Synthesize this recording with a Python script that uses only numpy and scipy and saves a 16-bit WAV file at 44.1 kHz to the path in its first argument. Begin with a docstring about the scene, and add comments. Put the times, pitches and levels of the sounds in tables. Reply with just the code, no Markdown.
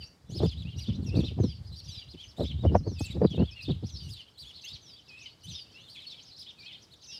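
"""Sparrows chirp in a garden hedge, several at once, each call a gliding whistle with overtones.
Deeper in the hedge a flock of random bent chirps swells with the near birds; echoes blur them all.
Wind buffets the bare microphone, mostly in the first half, as bands of lumpy noise with sudden
eddies, then dies away. Far traffic and leaves are a faint steady wash of coloured noise."""
import sys
import numpy as np
from scipy import signal
from scipy.fft import rfft, irfft
from scipy.io import wavfile
from scipy.ndimage import uniform_filter1d

SR = 44100
rng = np.random.default_rng(int(sys.argv[2]) if len(sys.argv) > 2 else 0)


def undo_db(level):
    """Turn decibels back into plain size, where 20 dB means ten times bigger."""
    steps = np.asarray(level, float) / 20
    return 10 ** steps


def transcribe(signal):
    """Save signal, clipped to [-1, 1], as a 16-bit WAV file at the path in sys.argv[1]."""
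    frames = np.atleast_2d(signal).T
    limited = np.clip(frames, -1, 1)
    pcm = np.round(limited * 32767).astype(np.int16)
    wavfile.write(sys.argv[1], SR, pcm)


N = 317079   # samples


def rms_one(x):
    """Scale to rms 1."""
    return x / np.sqrt(np.mean(x ** 2) + 1e-20)


def drift(rate_hz):
    """Random wandering: noise twice through a one-pole low-pass, rms 1."""
    r = np.exp(-2 * np.pi * rate_hz / SR)
    noise = rng.standard_normal(N + SR)
    return rms_one(signal.lfilter([1], [1, -2 * r, r * r], noise)[SR:])   # skips the filter's start


def band(low_hz, high_hz):
    """White noise between two edges, rms 1."""
    sos = signal.butter(2, [low_hz, high_hz], "band", fs=SR, output="sos")
    return rms_one(signal.sosfilt(sos, rng.standard_normal(N + 4000))[4000:])


def chirp(points, rasp, hiss, waver, overtone_db):
    """A whistle gliding through (s, Hz, dB) points; quick bends are roughest, slow glides somewhat less rough."""
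    s, hz, db = np.transpose(points)
    t = np.arange(max(round(s[0] * SR), 0), min(round(s[-1] * SR), N))
    pitch = uniform_filter1d(np.interp(t / SR, s, hz), size=240, mode="nearest")   # rounds the corners
    octaves_per_s = np.sum(np.abs(np.diff(np.log2(hz)))) / (s[-1] - s[0])
    rough = np.clip(octaves_per_s / 9, .6, 1)
    phase = 2 * np.pi * np.cumsum(pitch * (1 + rough * waver[t])) / SR
    tone = np.sin(phase) * (1 + .3 * rough * rasp[t])
    low_note_db = -5.0 * np.log2(pitch / 3500)   # low notes are richer
    breath = .6 + 1.2 * (rough - .4) * hiss[t]
    for k in (2, 3, 4):
        heard = np.clip((15500 - k * pitch) / 500, 0, 1)   # overtones fade out from 15 to 15.5 kHz
        level = undo_db(overtone_db + low_note_db - 6.0 * (k - 2))
        tone += heard * level * np.sin(k * phase) * breath
    fade_in, fade_out = (t - t[0]) / SR / .013, (t[-1] - t) / SR / .008
    edge = np.clip(np.minimum(fade_in, fade_out), 0, 1)
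    return t, tone * undo_db(np.interp(t / SR, s, db)) * edge


# long falling whistles, the last two overlapping: (start [s], length [s], level [dB])
FALLING_WHISTLES = [(-.1,0.153,-49.5),(1.17,0.14,-60),(1.39,0.222,-55.5),(1.865,0.165,-53),(2.865,0.15,-58.5),(3.88,0.19,-52),(4.807,0.15,-55.5),(5.488,0.154,-49),(7.012,.16,-56.5),(7.06,.129,-48.5)]
# their shared course, cut off at the length of each: (time after start [s], pitch [Hz], added level [dB])
FALL_COURSE = [(0,6450,-11),(.03,6150,-1),(.07,5400,2),(.128,4650,5.7),(0.249,4430,-20.5)]


def falling_whistles():
    """Long whistles follow one shared downward course, stopping it sooner or later."""
    after, hz, swell_db = np.transpose(FALL_COURSE)
    for s, d, db in FALLING_WHISTLES:
        t = np.append(after[after < d], d)
        yield -21, np.c_[s + t, np.interp(t, after, hz), db + np.interp(t, after, swell_db)]


# chirps that slide one way:
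# (start [s], length [s], first pitch [Hz], last pitch [Hz], level [dB], overtone setting [dB])
SLIDING_CHIRPS = [(0,.04,3300,2590,-47,-31),(0.042,0.044,4700,6060,-55,-21),(0.294,.05,2650,3580,-58,-5.5),(0.504,0.037,3600,2770,-46,-24),(0.644,0.058,2450,2910,-50,-33),(.855,.03,5300,3740,-54,-25),(1.016,0.045,4800,2990,-59,-11),(0.287,.055,5470,6960,-54.5,-20),(.769,0.036,5670,5770,-46.5,-12),(.77,0.0374,2560,3020,-49.5,-7),
                  (0.912,0.055,2540,4150,-49,-47),(1.057,0.047,5830,4560,-49,-16),(1.873,.035,4986,4454,-46,-15),
                  (1.988,.05,3350,2640,-46.5,-41),(2.225,0.054,5900,6300,-58.5,-21),(2.361,0.051,3303,4400,-51.5,-11.5),
                  (2.994,0.0069,7290,8090,-32,-31),(3.002,0.028,6460,6064,-46,-14.5),(3.054,0.017,7950,6390,-40,-19),(3.229,0.046,4760,4750,-52.5,-31),(3.255,.03,4750,3000,-47.5,-32),
                  (3.298,0.058,3450,2780,-43.5,-26),(3.369,0.067,2550,3000,-49,-36),(3.504,0.041,5400,4430,-51.5,-20.5),(3.507,.05,2320,2720,-53.5,-35),(3.556,.065,2903,2464,-41,-28),
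                  (3.944,0.037,3805,4720,-45,-29),(4.02,0.077,3050,2735,-53,-4.5),(4.077,.035,2574,3860,-52.5,-4.5),(4.098,.055,5230,3754,-44.5,-13),
                  (4.15,.075,3750,2650,-46.5,-21),(4.266,0.033,3500,2740,-60,-30),(4.635,0.089,2570,3880,-43.5,-19.5),(4.637,0.031,6380,6350,-48.5,-5.5),(5.077,0.0275,5790,4300,-50,-26),
                  (5.244,0.041,3150,2810,-47,-35),(5.286,0.056,3530,4610,-59,-37),(5.428,0.039,2835,3160,-49.5,-1),
                  (5.65,0.083,2480,3230,-61.5,-31.5),(5.718,.05,4120,5470,-58,-26),(5.792,0.04,5500,6630,-65,-20),(5.737,0.081,2524,3030,-51,-30),(5.945,0.034,3000,1780,-51,-15),(5.998,0.041,1800,2800,-59,-12),(5.99,0.074,4260,2700,-49.5,-20),
                  (6.06,0.033,4400,4440,-39,-24),(6.088,0.063,4200,2986,-44.5,-27),(6.166,0.038,3530,2800,-50.5,-38),(6.192,0.02,3900,4000,-53,-38),(6.211,0.034,4200,6750,-54,-40),
                  (6.306,.035,3600,4520,-48.5,-29),(6.338,0.051,3237,5530,-52,-30),(6.646,.05,4670,3240,-51.5,-38),
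                  (7.079,0.093,2673,2850,-53,-18)]


def sliding_chirps():
    """The pitch glides up or down, lingering in the upper part of its range."""
    linger = 0.62   # halfway through, share of the way from the lower end to the higher
    for s, d, first, last, db, overtone_db in SLIDING_CHIRPS:
        middle = min(first, last) + linger * abs(last - first)
        yield overtone_db, [(s, first, db - 2), (s + d / 2, middle, db), (s + d, last, db)]


# chirps that arch up and down:
# (start [s], length [s], foot pitch [Hz], top pitch [Hz], level at the top [dB], overtone setting [dB])
ARCHING_CHIRPS = [(0.33,0.076,3200,5380,-43,-18),(0.411,0.065,2483,3740,-45.5,-12.5),(0.443,.066,3600,5200,-42.5,-56),(0.559,0.076,2900,4150,-48,-23),
                  (0.672,0.078,2650,3450,-52.5,-33),(0.784,0.071,3100,5050,-45.5,-19),(0.848,.065,2514,3780,-44.5,-70),(1.144,.078,2900,4760,-40.5,-19),
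                  (1.229,0.065,2694,4100,-38.5,-30),(1.424,0.034,3290,4170,-47.5,-20),(1.478,.06,2500,3500,-52,-41),(1.641,0.078,4002,5150,-56,-21),
                  (1.713,0.044,3500,4270,-50,-20),(1.752,.06,3900,4960,-44.5,-19),(1.761,0.05,5000,5860,-54,-13),(1.829,.05,4500,5940,-53.5,-16),(1.886,0.091,3000,4100,-48.5,-18),(1.943,0.062,3100,4162,-44,-35),
                  (2.069,0.085,2400,4910,-52.5,-21),(2.168,.085,2697,3427,-46,-23),(2.27,.058,3500,5900,-54.5,-18),(2.396,0.052,3141,4205,-44,-16.5),(2.441,.085,2822,3768,-39.5,-30),
                  (2.571,.08,3353,3836,-53,-21),(2.654,0.05,2778,3070,-46,-40.5),(2.732,.074,4300,6070,-53.5,-20.5),(2.827,.08,3950,4640,-53,-34),
                  (2.98,0.088,3200,5590,-46,-8.5),(3.096,0.042,3167,4030,-44,-17),(3.344,0.032,2854,3605,-45.5,-22),(3.379,.04,3000,4550,-52.5,-36),(3.431,0.078,2850,3530,-49.5,-37.5),
                  (3.6,0.061,3100,5046,-42.5,-18),(3.646,0.052,2900,3750,-43,-29),(3.69,0.038,2500,3920,-40.5,-30),(3.831,0.084,2900,5710,-49.5,-18.5),(3.951,.075,2700,4440,-51.5,-22),(4.371,.075,3190,4673,-46,-14.5),
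                  (4.438,0.084,2790,3450,-48,-15),(4.53,.075,3300,4470,-48.5,-25),(4.594,.055,3500,4700,-51,-23),(4.659,.055,3200,5210,-47.5,-20),(4.706,.066,2703,4550,-44.5,-35),(4.853,0.097,3050,3940,-55.5,-33),
                  (4.949,.055,2800,3810,-51,-26),(5.195,0.074,3600,6385,-55,-34),(5.458,.068,2500,4350,-45.5,-15),(5.528,.075,2700,4000,-41.5,-39),(5.79,0.11,2900,3730,-52.5,-22),(5.886,.05,4200,5470,-60,-18),
                  (5.874,0.096,3100,4850,-48.5,-15),(5.957,0.0453,3000,3450,-43.5,-29),(6.236,0.085,3880,5600,-53,-26),(6.376,.062,2900,5380,-44.5,-16),
                  (6.458,0.062,2600,3800,-46,-40),(6.579,.06,3350,4840,-49,-24),(6.649,0.074,2717,3380,-47.5,-39),(6.708,.062,2670,3670,-46,-43),
                  (6.817,.045,4000,5180,-60,-18),(6.803,.048,4700,6100,-60,-30),(6.903,0.047,3100,4410,-53,-14),(7.016,0.056,2600,5470,-53,-21)]


def arching_chirps():
    """The pitch leaps to a rounded top and drops to its foot, loudest at the top."""
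    top_at = 0.48   # share of the length
    share = np.array([0, top_at / 2, top_at, (1 + top_at) / 2, 1])
    height = np.array([.12, 0.62, 1, 0.62, 0])   # share of the way from foot to top
    swell_db = np.interp(share, share[::2], [-5, 0, -2])
    for s, d, foot, top, db, overtone_db in ARCHING_CHIRPS:
        yield overtone_db, np.c_[s + d * share, foot + (top - foot) * height, db + swell_db]


# low whistles: (start [s], length [s], base pitch [Hz], level [dB])
LOW_WHISTLES = [(1.053,.15,2615,-54),(2.958,0.17,2557,-52),(5.071,0.21,2540,-53.5),(6.565,.18,2423,-56.5)]
# their nearly level course with a droop at the end: (share of length, pitch factor, added level [dB])
LOW_COURSE = [(0,1.09,-5.5),(.28,.97,1.5),(0.618,1.06,3.7),(1,0.77,-10)]


def low_whistles():
    """Long notes that hold near one pitch and droop at the end."""
    for s, d, pitch, db in LOW_WHISTLES:
        yield -18, [(s + share * d, pitch * factor, db + more_db) for share, factor, more_db in LOW_COURSE]


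def sparrows():
    """The near birds, chirp by chirp; level and pitch tremble quickly."""
    out, rasp, hiss = np.zeros(N), band(297.7, 900), drift(1100)
    waver = .022 * drift(45) + .013 * drift(250)   # share of the pitch
    calls = [*falling_whistles(), *sliding_chirps(), *arching_chirps(), *low_whistles()]
    for overtone_db, points in calls:
        t, sound = chirp(points, rasp, hiss, waver, overtone_db)
        out[t] += sound
    return out * undo_db(2.0 * drift(50))


def flock(near, count=450):
    """Birds deeper in the hedge: overlapping random bent chirps whose chatter swells with the near calls."""
    out, rasp, hiss = np.zeros(N), band(250, 1000), drift(1500)
    waver = .05 * drift(35) + .012 * drift(250)   # share of the pitch
    for when, length, first, middle, last, level in rng.random((count, 6)):
        s, d = when * (N / SR - .01), .02 + 0.066 * length
        start = (s, 2200 + 2800 * first, 0)
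        bend = (s + .5 * d, 2800 + 3200 * middle, 0)
        end = (s + d, 1800 + 2800 * last, 0)
        t, sound = chirp([start, bend, end], rasp, hiss, waver, overtone_db=-23)
        out[t] += sound * undo_db(-10.5 * level)
    excitement = np.sqrt(np.maximum(uniform_filter1d(near ** 2, size=3500), 0))
    return rms_one(out) * (undo_db(-10.5) * excitement + undo_db(-77.0))   # a faint murmur stays between calls


# early reflections: (delay [s], gain against a diffuse tail of unit energy)
EARLY_ECHOES = [(.0023, 0.39), (.0061, -1.3), (0.012, .7), (0.02, -.6), (0.03, 0.34)]


def garden(x):
    """Leaves and walls scatter the calls: hard early echoes blur each whistle, over a diffuse tail, dull on top."""
    t60_s, wet_db = .36, -9.6
    t = np.arange(round(.4 * SR)) / SR
    build_up = np.clip(t / 0.031, 0, 1)
    tail = rng.standard_normal(len(t)) * undo_db(-60 * t / t60_s) * build_up
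    tail /= np.sqrt(np.sum(tail ** 2))
    for delay_s, gain in EARLY_ECHOES:
        tail[round(delay_s * SR)] += gain
    tail = signal.lfilter(*signal.butter(1, 7000, fs=SR), tail)
    return x + undo_db(wet_db) * signal.fftconvolve(x, tail)[:N]


def above_corner(hz, corner_hz):
    """Turbulence is flat up to a corner and falls steeply above it."""
    return 1 / np.sqrt(1 + (hz / corner_hz) ** 9.9)


# wind strength at the microphone: (time [s], rumble level per band [dB])
GUSTS = [(0.0,-40.5),(.14,-65.5),(.44,-34),(.51,-40.5),(1.39,-42.5),(2.35,-56.5),(2.42,-57),(2.53,-38.5),(2.67,-41),(2.9,-44),(2.97,-50),(3.05,-40.5),
         (3.42,-39.5),(3.58,-54),(3.7,-43.5),(4.1,-43.5),(4.28,-83),(5.41,-65),(7.19,-81)]
# sudden eddies: (time [s], peak level per band [dB], corner above which the spectrum falls [Hz],
# base length, stretched in the low bands [s])
EDDIES = [(.306,-46.5,386,0.013),(0.355,-42,378,.012),(0.416,-35.5,520,0.018),(0.432,-33,620,0.013),(0.88,-28,262,0.0081),
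          (0.988,-41.5,247,0.08),(1.074,-41,360,0.0043),(1.15,-37,460,0.024),(1.174,-36,458,0.01),(1.198,-33,338,0.0051),(1.235,-35,408,0.011),
          (1.311,-44,450,0.0094),(1.389,-29.5,459,0.013),(1.435,-34,367,0.013),(2.14,-46.5,316,0.0077),(2.397,-36.5,613,0.013),(2.429,-36,400,0.011),
          (2.646,-26.5,473,.011),(2.719,-29,367,0.017),(2.75,-22,747,0.008),(2.864,-36,443,.012),(2.912,-41.5,293,0.0094),(3.002,-37.5,650,0.0048),(3.156,-36,453,0.013),
          (3.217,-28.5,510,0.012),(3.242,-20.5,472,0.0051),(3.337,-39,487,0.0099),(3.372,-38,450,0.0094),(3.407,-27.5,442,0.014),(3.692,-29,350,0.012),(3.826,-36,405,0.0053),
          (4.418,-49,111.2,0.012),(4.718,-45,106,0.0081),(5.489,-45.5,133.7,0.026)]


def wind():
    """Lumpy turbulence noise at the microphone; faster air is louder and has a higher corner."""
    rumble_db = np.interp(np.arange(N) / SR, *np.transpose(GUSTS))
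    lumps_db, snaps, out = 3.2 * drift(15), drift(78), 0
    corner_hz = 190 * undo_db(0.29 * (rumble_db + 30.5) + 0.29 * lumps_db)
    edges = 45 * 2 ** np.arange(0, 6, .5)   # half-octave bands
    for low, high in zip(edges, edges[1:]):
        hz = np.sqrt(low * high)
        level = undo_db(rumble_db + lumps_db + 2.0 * drift(9.2)) * above_corner(hz, corner_hz)
        for s, db, eddy_hz, length in EDDIES:
            # the small, high swirls arrive first and pass quickly; the low ones roll on after
            width = length * (1 + 60 / hz)
            t = np.arange(max(round((s - .1) * SR), 0), min(round((s + .2) * SR), N))
            swell = np.exp(-((t / SR - s - .006 - 1.1 / hz) / width) ** 2)
            level[t] += undo_db(db + rng.normal(0, 1.47)) * above_corner(hz, eddy_hz) * swell
        crackle = undo_db(1.23 * np.log2(hz / 45) * snaps)   # small swirls come in sharp separate knocks
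        out = out + level * crackle * band(low, high)
    return out


# colour of the far wash: (frequency [Hz], relative level [dB])
FAR_COLOUR = [(24, -26.5), (40, 7.5), (114, 2), (207, -5), (2220, -21.5), (3470, -31.5), (4800, -22.5),
              (7160, -27.5), (15500, -38.5)]


def far_noise():
    """Distant traffic and leaves merge into a steady wash: noise coloured by a spectrum curve."""
    level_db = -60.5
    hz = np.maximum(np.fft.rfftfreq(N, 1 / SR), 1)
    colour_hz, colour_db = np.transpose(FAR_COLOUR)
    colour = undo_db(np.interp(np.log(hz), np.log(colour_hz), colour_db))
    wash = irfft(rfft(rng.standard_normal(N)) * colour, N)
    return rms_one(wash) * undo_db(level_db + 1.0 * drift(5.6))


def scene():
    """Birds in the garden, wind and far noise at one microphone."""
    near = sparrows()
    # such small throats radiate little below their lowest notes
    throat = signal.butter(4, 1950, "high", fs=SR, output="sos")
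    birds = signal.sosfilt(throat, near + flock(near))
    return (garden(birds) + wind() + far_noise())[None]


def top_cut(x):
    """Nothing passes above the cut-off."""
    return signal.sosfilt(signal.butter(12, 15690, fs=SR, output="sos"), x)


def record(dry):
    """The microphone cuts the lowest bass steeply, below 76 Hz."""
    mix = signal.sosfilt(signal.butter(4, 76, "high", fs=SR, output="sos"), dry)
    return top_cut(mix)


dry = scene()
out = record(dry)
transcribe(out)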